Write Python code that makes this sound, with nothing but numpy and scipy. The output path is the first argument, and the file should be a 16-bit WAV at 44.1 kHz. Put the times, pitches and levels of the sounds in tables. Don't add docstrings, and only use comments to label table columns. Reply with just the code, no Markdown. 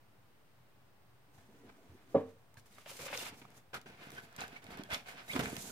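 import sys
import numpy as np
from scipy import signal
from scipy.fft import rfft, irfft, next_fast_len
from scipy.io import wavfile
from scipy.ndimage import map_coordinates

SR = 44100
rng = np.random.default_rng(int(sys.argv[2]) if len(sys.argv) > 2 else 0)


def materialize(psi):
    bounded = np.clip(np.atleast_2d(psi).T, -1, 1)
    quanta = np.round(bounded * 32767).astype(np.int16)
    wavfile.write(sys.argv[1], SR, quanta)


def elevation(decibels):
    levels = np.asarray(decibels, float)
    return 10 ** (levels / 20)


N = 251811
T = np.arange(N) / SR

# (frequency [Hz], density [dB per Hz])
ROOM_TONE = [(20, -18), (60, -3), (100, 0), (160, -2), (250, -5), (500, -8), (800, -8), (1300, -12),
             (2000, -16), (3000, -20), (5000, -27), (8000, -45)]
# (frequency [Hz], correlation [1])
TONE_LIKENESS = [(60, 0.6), (240, 0.4), (950, 0.5), (3770, -0.7), (15000, -0.7)]
# (frequency [Hz], width [Hz], level [dB])
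HUM_BAND = (119, 11, -74.5)
# (frequency [Hz], level [dB])
WHINE_TONE = (8624, -94)
# (frequency [Hz], density [dB per Hz])
MIC_HISS = [(2000, -8.5), (5000, -6), (10000, -9), (13000, -5.5), (15800, -4.5)]
ROOM_TONE_DB, MIC_HISS_DB = -69.5, -83.5

# (time [s], peak [dB], pitch [Hz])
DISC_CREAKS = [
    (1.283, -58.5, 295),
    (1.381, -55, 93),
    (1.487, -52.5, 210),
    (1.599, -54.5, 280),
    (1.779, -58.5, 653),
    (1.895, -46.5, 96),
    (1.919, -48.5, 93.2),
    (2.571, -46, 107),
    (2.708, -60.5, 197),
]
CREAK_T60, SING_T60, POP_T60, DRUM_T60 = 0.087, 0.02, 0.017, 0.044

# (start [s], length [s], rub level [dB], sag over the hold [dB], fizz over rub [dB])
HELD_DRAGS = [(1.497, 0.82, -74.5, 0, -7), (2.8596, 0.056, -55, -4, -2), (2.919, 0.078, -58.5, 4, 6.5),
              (2.991, 0.078, -52.5, -2, 0.5), (3.077, 0.048, -52, -0.5, -6), (3.13, 0.024, -45, 2.5, -3),
              (3.148, 0.079, -50, -3, 1), (3.229, 0.067, -48.5, 2.5, -4), (3.302, 0.043, -61.5, -3, -11),
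              (3.416, 0.042, -62.5, 13, -4), (3.444, 0.13, -70.5, 3, -9), (3.7326, 0.038, -49.5, 0, -16),
              (3.859, 0.093, -54.5, 11.5, -10), (4.12, 0.052, -56.5, 10, -4), (4.38, 0.02, -55.5, 0, -3),
              (4.706, 0.03, -58, 8, 0.5), (5.06, 0.065, -56, -1, -8), (4.203, 0.049, -64, -1, -2),
              (4.247, 0.16, -67, -3.5, -15), (4.619, 0.093, -62, 2, -7.5), (4.771, 0.047, -52.5, 3, -18),
              (4.835, 0.039, -62, 1, -12), (4.904, 0.03, -48, -10.5, -22), (5.132, 0.017, -56.5, 1, -13),
              (5.28, .06, -60, -1, 7), (5.395, 0.038, -37.5, 20, -4.5), (5.424, 0.17, -47.5, 10.5, -1),
              (5.587, 0.22, -60.5, 5.5, 9.5)]
# (top [s], rub level [dB], rise [s], fall [s], fizz over rub [dB])
HAND_SWEEPS = [(1.35, -73, 0.021, 0.034, -1), (1.384, -71, 0.016, 0.097, -5.5),
               (1.7, -64, 0.031, 0.0067, -25), (2.106, -72, 0.024, 0.17, -4.5),
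               (2.572, -60.5, 0.002, 0.022, -2.5), (2.662, -69.5, 0.0058, 0.014, 1.5),
               (2.722, -79.5, 0.02, 0.07, 11), (2.78, -67.5, 0.061, 0.23, -1.5),
               (3.39, -67, 0.043, 0.026, 4.5), (3.578, -62.5, 0.038, 0.014, -2.5),
               (4.182, -50.5, 0.02, 0.021, -13), (3.744, -43, 0.004, 0.016, -12),
               (4.035, -56, .06, 0.079, -11.5), (4.419, -46, 0.019, 0.037, -10),
               (4.569, -55, 0.016, 0.019, -13), (4.53, -59, 0.085, 0.039, -16),
               (4.745, -50.5, 0.04, 0.021, -21), (4.938, -37.5, 0.019, 0.019, -9),
               (5.0, -62, .04, 0.047, -9), (5.087, -51.5, 0.015, 0.02, -8),
               (5.185, -53, 0.037, 0.06, -13.5), (5.325, -57.5, 0.043, 0.03, 4.5),
               (5.362, -40.5, 0.019, 0.029, -10.5)]
GRIP_S, LET_GO_S = 0.001, 0.0086
FIZZ_LINGERS = 1.37
FIZZ_LAG_DB, FIZZ_LAG_S = 9, 0.011
# (time [s], flex over rub [dB])
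SLACK = [(1.3, 3), (1.9, 0.5), (2.1, -3), (2.55, -14.5), (2.8, -6.5), (3.0, 0.5), (3.25, -5.5), (3.4, 3),
         (3.7, 1), (3.9, 1), (4.15, 1), (4.4, 0), (4.6, 1), (4.8, 7), (4.95, -2.5), (5.2, -5.5),
         (5.36, 8.5), (5.5, 6.5)]
STIFFEN, FIRM_DB = 0.33, -54.5
# (time [s], frequency [Hz])
SHEET_RING = [(1.3, 1580), (2.65, 1560), (2.9, 3180), (2.98, 2240), (3.1, 2460), (3.2, 2960), (3.29, 2500),
              (3.7, 1670), (3.76, 1470), (3.88, 2130), (4.35, 1640), (4.57, 2000), (4.88, 1570),
              (4.97, 2500), (5.1, 2130), (5.18, 1610), (5.31, 2430), (5.37, 1610), (5.6, 1920)]
# (time [s], frequency [Hz])
EDGE_RING = [(2.5, 5840), (2.55, 4600), (2.7, 5600), (2.73, 4500), (3.06, 5400), (3.18, 4120), (3.4, 5660),
             (3.5, 4620), (3.58, 6400), (3.75, 4730), (5.24, 4190), (5.41, 4550), (5.46, 6850), (5.7, 6690)]
# (frequency [Hz], density [dB per Hz])
RUB_SPECTRUM = [(290, -64), (500, -10.5), (669, -5.5), (1090, -6), (1260, -4.5), (2000, -8.5), (2100, -6),
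                (3170, -10), (3430, -10), (3680, -12), (5500, -18), (7150, -27.5), (12100, -120)]
FIZZ_SPECTRUM = [(2060, -14), (3500, -3.5), (5160, -5.5), (6650, -2.5), (11500, -5), (12800, -6.5),
                 (15200, -7), (16000, -41.5)]
FLEX_SPECTRUM = [(18, -53), (30, 5.5), (85, -4.5), (274, -1.5), (341, -9), (468, -2.5), (560, -13.5),
                 (678, -5), (800, -10.5), (1040, -12), (1760, -120)]
# (frequency [Hz], width [Hz], level [dB])
AIR_POCKET = [(720, 56, -1), (1533, 88, 1), (2500, 260, -6)]
POCKET_OPENS_S, POCKET_DB = 3.6, -4.5

# (time [s], peak [dB], pitch [Hz])
PATCH_SINGS = [(1.378, -54.5, 800), (1.693, -53, 1560), (2.556, -56, 915), (2.569, -53, 1630),
               (2.57, -59, 4230), (2.581, -53, 1610), (2.737, -62, 4020), (2.752, -59, 3800),
               (3.021, -48, 2350), (4.835, -48, 3300), (4.89, -44, 640), (4.9, -42, 704),
               (3.146, -38, 2250), (3.186, -36, 3580), (3.202, -38, 2800), (3.741, -36.5, 1430),
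               (3.752, -38, 1305), (3.762, -49, 1240), (4.172, -47, 1530), (4.175, -46.5, 3150),
               (4.18, -38, 1555), (4.186, -38, 1640), (4.39, -42, 1470), (4.417, -37, 780),
               (4.419, -35, 2620), (4.437, -33.5, 1590), (4.449, -45, 1660), (4.563, -38, 2270),
               (4.567, -50, 736), (4.718, -50, 4500), (4.928, -32.5, 3380), (4.947, -35.5, 3540),
               (5.072, -50, 685), (5.085, -50, 2100), (5.166, -57, 1310), (5.185, -49, 1550),
               (5.284, -50, 3820), (5.312, -40.5, 3780), (5.332, -35, 3420), (5.7, -44.5, 1420)]
# (time [s], level [dB])
PALM_PRESSURE = [
    (1.484, -90),
    (1.49, -64),
    (1.7, -65.5),
    (1.74, -71),
    (1.83, -65),
    (1.96, -64),
    (2.02, -78),
    (2.09, -66),
    (2.14, -60),
]
# (frequency [Hz], density [dB per Hz])
PALM_SPECTRUM = [(90, -26.5), (160, -4.5), (280, 0), (450, -5), (700, -28.5), (1200, -38.5)]

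# (time [s], peak [dB], centre [Hz])
CREASE_SNAPS = [(1.6946, -43, 840), (2.57, -45.5, 1610), (2.7833, -38.5, 990), (2.8603, -38, 2150),
                (2.9916, -38, 2000), (3.1273, -29.5, 1200), (3.175, -23.5, 3980), (3.227, -38, 4500),
                (3.4515, -38.5, 900), (3.7345, -41, 895), (3.868, -48, 1790), (4.387, -33, 1000),
                (4.4065, -29.5, 5600), (4.414, -29.5, 2970), (4.6667, -36.5, 2350), (4.905, -41, 1420),
                (4.9346, -35, 1260), (4.9448, -19, 4170), (5.06, -51.5, 1500), (5.362, -18.5, 1500),
                (5.409, -26, 2610), (5.457, -23, 1700), (5.501, -35, 1800)]
# (time [s], peak [dB], centre [Hz])
EDGE_FLICKS = [(2.5422, -52, 1050), (2.5965, -52, 6000), (2.659, -55, 991), (2.7112, -62, 977),
               (3.5037, -53, 1510), (3.8145, -46.5, 3500), (4.1042, -40, 1510), (4.1185, -43, 2200),
               (4.138, -56, 3000), (4.79, -48, 3400), (5.3928, -28, 2000), (4.642, -43.5, 4200),
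               (4.773, -42, 1020), (4.3277, -49.5, 1130), (4.364, -40.5, 6300), (4.4804, -42.5, 4200),
               (4.836, -39, 3280), (5.5663, -30, 3420)]
SNAP_TICK_DB, FLICK_TICK_DB = -32, -5.5

# (time [s], level [dB])
TABLE_KNOCKS = [
    (2.1448, -22.5),
    (2.1489, -13),
    (2.165, -29),
]
# (frequency [Hz], level [dB], t60 [s])
TABLE_MODES = [(95.8, -12.5, 0.31), (158.4, -9.5, 0.18), (217.6, -11.5, 0.18), (260, -6, 0.11),
               (292, -9, 0.15), (437, -1, 0.085), (457, -11, 0.24), (510, -17.5, 0.18), (540, 8, 0.034),
               (546, -6.5, 0.13), (606, -12, 0.22), (768, -11.5, 0.13), (940, -22, 0.12), (1154, -24, 0.1)]
# (frequency [Hz], density [dB per Hz])
SHIVER_SPECTRUM = [(530, -37), (900, -8.5), (1120, -4.5), (1410, -23), (1610, -17), (2480, -23),
                   (2970, -25), (7000, -47), (9100, -79), (15400, -120)]

# (time [s], peak [dB], pitch [Hz])
SHEET_POPS = [(2.862, -41.5, 620), (3.331, -47.5, 327), (3.417, -45.5, 269), (3.449, -47, 199),
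              (3.734, -45, 506), (2.873, -49, 710), (3.226, -43.5, 326), (3.317, -53, 403),
              (4.127, -44.5, 356), (4.136, -47, 199), (4.02, -49, 295), (4.038, -57, 344),
              (5.157, -49, 244), (5.364, -26, 248), (5.532, -37, 260), (4.069, -39.5, 213),
              (4.385, -38, 158), (4.529, -42, 297), (4.688, -40.5, 197), (4.795, -32, 240),
              (4.806, -42, 300), (4.82, -43, 340), (5.12, -50, 520), (5.31, -54, 544), (5.334, -38.5, 540),
              (5.344, -38, 506), (4.912, -32, 720), (5.353, -26, 258), (5.361, -26, 265),
              (5.392, -21.5, 222), (5.407, -31.5, 179), (5.398, -29, 500), (5.435, -39, 497),
              (5.429, -51, 280), (5.469, -33, 91.5), (5.529, -28.5, 238), (5.579, -32, 150),
              (5.638, -51, 152)]
# (time [s], peak [dB], pitch [Hz])
COVER_DRUMS = [
    (2.912, -47.5, 538),
    (2.992, -41.5, 497),
    (3.033, -43, 550),
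    (3.061, -38, 530),
    (3.1, -42, 536),
    (3.127, -38.5, 572),
    (3.155, -38.5, 502),
    (3.177, -45, 504),
    (3.225, -47, 512),
]
# (time [s], frequency [Hz], level [dB])
FINGER_SQUEAK = [
    (5.275, 1657, -75),
    (5.29, 1895, -51),
    (5.305, 2260, -38),
    (5.32, 2720, -47),
    (5.335, 3370, -49),
    (5.345, 3730, -67),
]

# (time [s], left lag [samples], left over right [dB])
SOURCE_PLACE = [(1, -6, -0.5), (2.3, -3.5, -2), (3, 1, -0.5), (3.9, 7.5, -1), (4.3, 11, -2), (5.7, 9, -3.5)]
# (frequency [Hz], t60 [s])
ROOM_T60 = [(150, 0.39), (1000, 0.27), (5000, 0.22), (14000, 0.061)]


def unit(x):
    return x / np.sqrt(np.mean(x ** 2) + 1e-20)


def along(points, hz):
    f, v = np.transpose(points)
    return np.interp(np.log(hz + 1), np.log(f + 1), v)


def curves(rows):
    s, *columns = np.transpose(rows)
    return [np.interp(T, np.maximum.accumulate(s), column) for column in columns]


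def wobble(rate):
    knots = rng.standard_normal(int(N * rate / SR) + 4)
    return np.interp(T * rate, np.arange(len(knots)), knots)


def filtered(x, response):
    m = next_fast_len(N + 8192)
    return irfft(rfft(x, m) * response(np.fft.rfftfreq(m, 1 / SR)), m)[..., :N]


def coloured(x, spectrum):
    return unit(filtered(x, lambda hz: elevation(along(spectrum, hz))))


def add(x, s, piece):
    x[round(s * SR):][:len(piece)] += piece[:N - round(s * SR)]


def damped_rings(rows, t60, overtone):
    x, t = np.zeros(N), np.arange(SR // 5) / SR
    shape = elevation(-60 * t / t60) * (1 - np.exp(-t / 0.0038))
    for s, db, hz in rows:
        ring = np.sin(2 * np.pi * hz * t) + overtone * np.sin(2 * np.pi * 2.3 * hz * t)
        add(x, s, elevation(db - 4.0) * ring * shape / shape.max())
    return x


def fibres(spread_db, clump_db, own, crackle_db, ring_hz=None, ring_db=0):
    shared, left, right = rng.standard_normal((3, N))
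    size = elevation(spread_db * rng.standard_normal(N) + clump_db * (wobble(40) + wobble(160)))
    stiff = rng.random(N) < 150 / SR
    crackle = elevation(crackle_db + 3.7 * rng.standard_normal(N)) * stiff
    slips = size * (shared + own * np.array([left, right])) + crackle
    if ring_hz is None:
        return slips
    hz, t, z = signal.stft(slips, SR, nperseg=256)
    centre = np.interp(t, T, ring_hz)
    detuning = np.log(hz[:, None] / centre + 1e-3)
    ring = elevation(ring_db / (1 + (detuning / 0.22) ** 2))
    return signal.istft(z * ring, SR, nperseg=256)[1][:, :N]


def air():
    def mid_and_side(hz):
        angle = np.arccos(np.clip(along(TONE_LIKENESS, hz), 0, 1)) / 2
        return elevation(along(ROOM_TONE, hz)) * [hz ** 0, np.tan(angle)]

    mid, side = filtered(rng.standard_normal((2, N)), mid_and_side)
    tone = elevation(ROOM_TONE_DB) * np.array([mid + side, mid - side]) / np.std(mid)
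    hiss = elevation(MIC_HISS_DB + 7.5) * coloured(rng.standard_normal((2, N)), MIC_HISS)
    hum_hz, hum_width, hum_db = HUM_BAND
    hum = unit(filtered(rng.standard_normal(N), lambda hz: 1 / (1 + ((hz - hum_hz) / hum_width) ** 2)))
    whine_hz, whine_db = WHINE_TONE
    whine = elevation(whine_db + 5.0 + 0.8 * wobble(4.5)) * np.sin(2 * np.pi * whine_hz * T)
    return tone + hiss + elevation(hum_db) * hum + whine


def creaks():
    return damped_rings(DISC_CREAKS, CREAK_T60, 0.16)


def strokes():
    rows = [(s, GRIP_S, hold, LET_GO_S, db, sag, fizz) for s, hold, db, sag, fizz in HELD_DRAGS]
    rows += [(s, rise, 1e-3, fall, db, 0, fizz) for s, db, rise, fall, fizz in HAND_SWEEPS]
    rub_power, fizz_power = np.full((2, N), 1e-14)
    for s, rise, hold, fall, db, sag, fizz in rows:
        at = slice(round((s - 0.5) * SR), round((s + hold + 0.5) * SR))
        u = T[at] - s
        held = db - sag * np.clip(u / hold, 0, 1) - 10 * np.maximum(-u, 0) / abs(rise)
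        release = 10 * np.maximum(u - hold, 0) / abs(fall)
        lag = FIZZ_LAG_DB * (rise == GRIP_S) * np.exp(-np.abs(u) / FIZZ_LAG_S)
        rub_power[at] += elevation(2 * (held - release))
        fizz_power[at] += elevation(2 * (held + fizz - lag - release / FIZZ_LINGERS))
    return 10 * np.log10(rub_power), 10 * np.log10(fizz_power)


def pocket_response(hz):
    return sum(elevation(db) * 1j * hz * width / (centre ** 2 - hz ** 2 + 1j * hz * width)
               for centre, width, db in AIR_POCKET)


def rubbing():
    rub_db, fizz_db = strokes()
    (slack_db,), (sheet_hz,), (edge_hz,) = curves(SLACK), curves(SHEET_RING), curves(EDGE_RING)
    flex_db = rub_db + slack_db - STIFFEN * (np.maximum(rub_db, -75) - FIRM_DB)
    sheet_slips = fibres(3.8, 1.86, 2.2, 22.3, np.maximum(sheet_hz, 500), ring_db=5.0)
    edge_slips = fibres(5.0, 1.66, 9.9, 22, edge_hz, ring_db=4)
    rub = elevation(rub_db + 1.5) * coloured(sheet_slips, RUB_SPECTRUM)
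    fizz = elevation(fizz_db + 1.53) * coloured(edge_slips, FIZZ_SPECTRUM)
    flex = elevation(flex_db - 2.5) * coloured(fibres(3.85, 2.75, 0.19, 16.2), FLEX_SPECTRUM)
    hollow = unit(filtered(fibres(1.9, 2.5, 0.99, 24), pocket_response))
    pocket = (T > POCKET_OPENS_S) * elevation(rub_db + POCKET_DB) * hollow
    return rub + fizz + flex + pocket


def sings():
    return damped_rings(PATCH_SINGS, SING_T60, 0)


def palm():
    db, = curves(PALM_PRESSURE)
    on = (T > PALM_PRESSURE[0][0]) & (T < PALM_PRESSURE[-1][0])
    return on * elevation(db) * coloured(fibres(3.6, 3.0, 0.2, 9.3), PALM_SPECTRUM)


def snaps():
    x, t = np.zeros((2, N)), np.arange(1024) / SR
    rows = [(*r, SNAP_TICK_DB) for r in CREASE_SNAPS] + [(*r, FLICK_TICK_DB) for r in EDGE_FLICKS]
    noise = rng.standard_normal((len(rows), 3, 2, 1024))
    noise = 0.95 * noise[:, :1] + noise[:, 1:]
    noise[..., 6] += 3.5 * np.sign(noise[..., 6])
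    start = 1 - np.exp(-t / 0.00012)
    crack_shape, tick_shape = start * elevation(-60 * t / 0.014), start * elevation(-60 * t / 0.0074)
    tick_band = signal.butter(2, [2200, 14000], "bandpass", fs=SR)
    for (s, db, hz, tick_db), both in zip(rows, noise):
        crack_band = signal.butter(2, [hz * 0.65, hz * 1.5], "bandpass", fs=SR)
        crack = signal.lfilter(*crack_band, both[:, 0] * crack_shape)
        tick = signal.lfilter(*tick_band, both[:, 1] * tick_shape)
        crack *= elevation(db - 4.0) / np.abs(crack).max()
        tick *= elevation(db + tick_db + 7.0) / np.abs(tick).max()
        add(x.T, s, (crack + tick).T)
    return x


def knock():
    x, t = np.zeros(N), np.arange(SR // 2) / SR
    ring = sum(elevation(db - 60 * t / t60) * np.sin(2 * np.pi * hz * t) for hz, db, t60 in TABLE_MODES)
    for s, db in TABLE_KNOCKS:
        add(x, s, elevation(db - 6.0) * ring * (1 - np.exp(-t / 0.0018)))
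    x = signal.lfilter(*signal.butter(2, 115, "highpass", fs=SR), x)
    shiver = coloured(rng.standard_normal(N), SHIVER_SPECTRUM)[:len(t)]
    shape = elevation(-42 - 60 * t / 0.25) * (1 - np.exp(-t / 0.0045))
    add(x, TABLE_KNOCKS[1][0], shape * shiver)
    return x


def pops():
    return damped_rings(SHEET_POPS, POP_T60, 0.17)


def drums():
    return damped_rings(COVER_DRUMS, DRUM_T60, 0.15)


def squeak():
    hz, db = curves(FINGER_SQUEAK)
    on = (T > FINGER_SQUEAK[0][0]) & (T < FINGER_SQUEAK[-1][0])
    phase = 2 * np.pi * np.cumsum(hz * (1 + 0.033 * wobble(400))) / SR
    return on * elevation(db + 3.0 + 3 * wobble(170)) * np.sin(phase)


def ports(pair):
    lag, balance_db = curves(SOURCE_PLACE)
    heard = []
    for side, x in zip((1, -1), pair):
        delayed = map_coordinates(x, [np.arange(N) - side * lag / 2])
        heard.append(elevation(side * balance_db / 2) * delayed)
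    return np.array(heard)


def room(x):
    hz, t, z = signal.stft(rng.standard_normal((2, SR // 2)), SR, nperseg=256)
    share = 1 / (1 + (hz[:, None] / 900) ** 2)
    z[1] = share * z[0] + np.sqrt(1 - share ** 2) * z[1]
    decay = elevation(-60 * t / along(ROOM_T60, hz)[:, None])
    tail = signal.istft(z * decay, SR, nperseg=256)[1]
    late = np.pad(x, (120, 0))[None]
    return signal.fftconvolve(late, tail / np.linalg.norm(tail[0]), axes=1)[:, :N]


def scene():
    quiet = air()
    rub, table = rubbing(), knock()
    cracks = creaks() + sings() + snaps() + pops() + drums() + squeak()
    far = room(elevation(-13.0) * (rub[0] + cracks[0]) + elevation(-14.0) * table)
    near = ports(rub + cracks + table + palm())
    return filtered(near + far, lambda hz: 1 / (1 + (61 / (hz + 1)) ** 4)) + quiet


def low_pass(x):
    return signal.sosfilt(signal.butter(12, 16500, fs=SR, output="sos"), x)


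def record(dry):
    mix = filtered(dry, lambda hz: hz < 15900) - 0.0005
    return low_pass(mix)


dry = scene()
out = record(dry)
materialize(out)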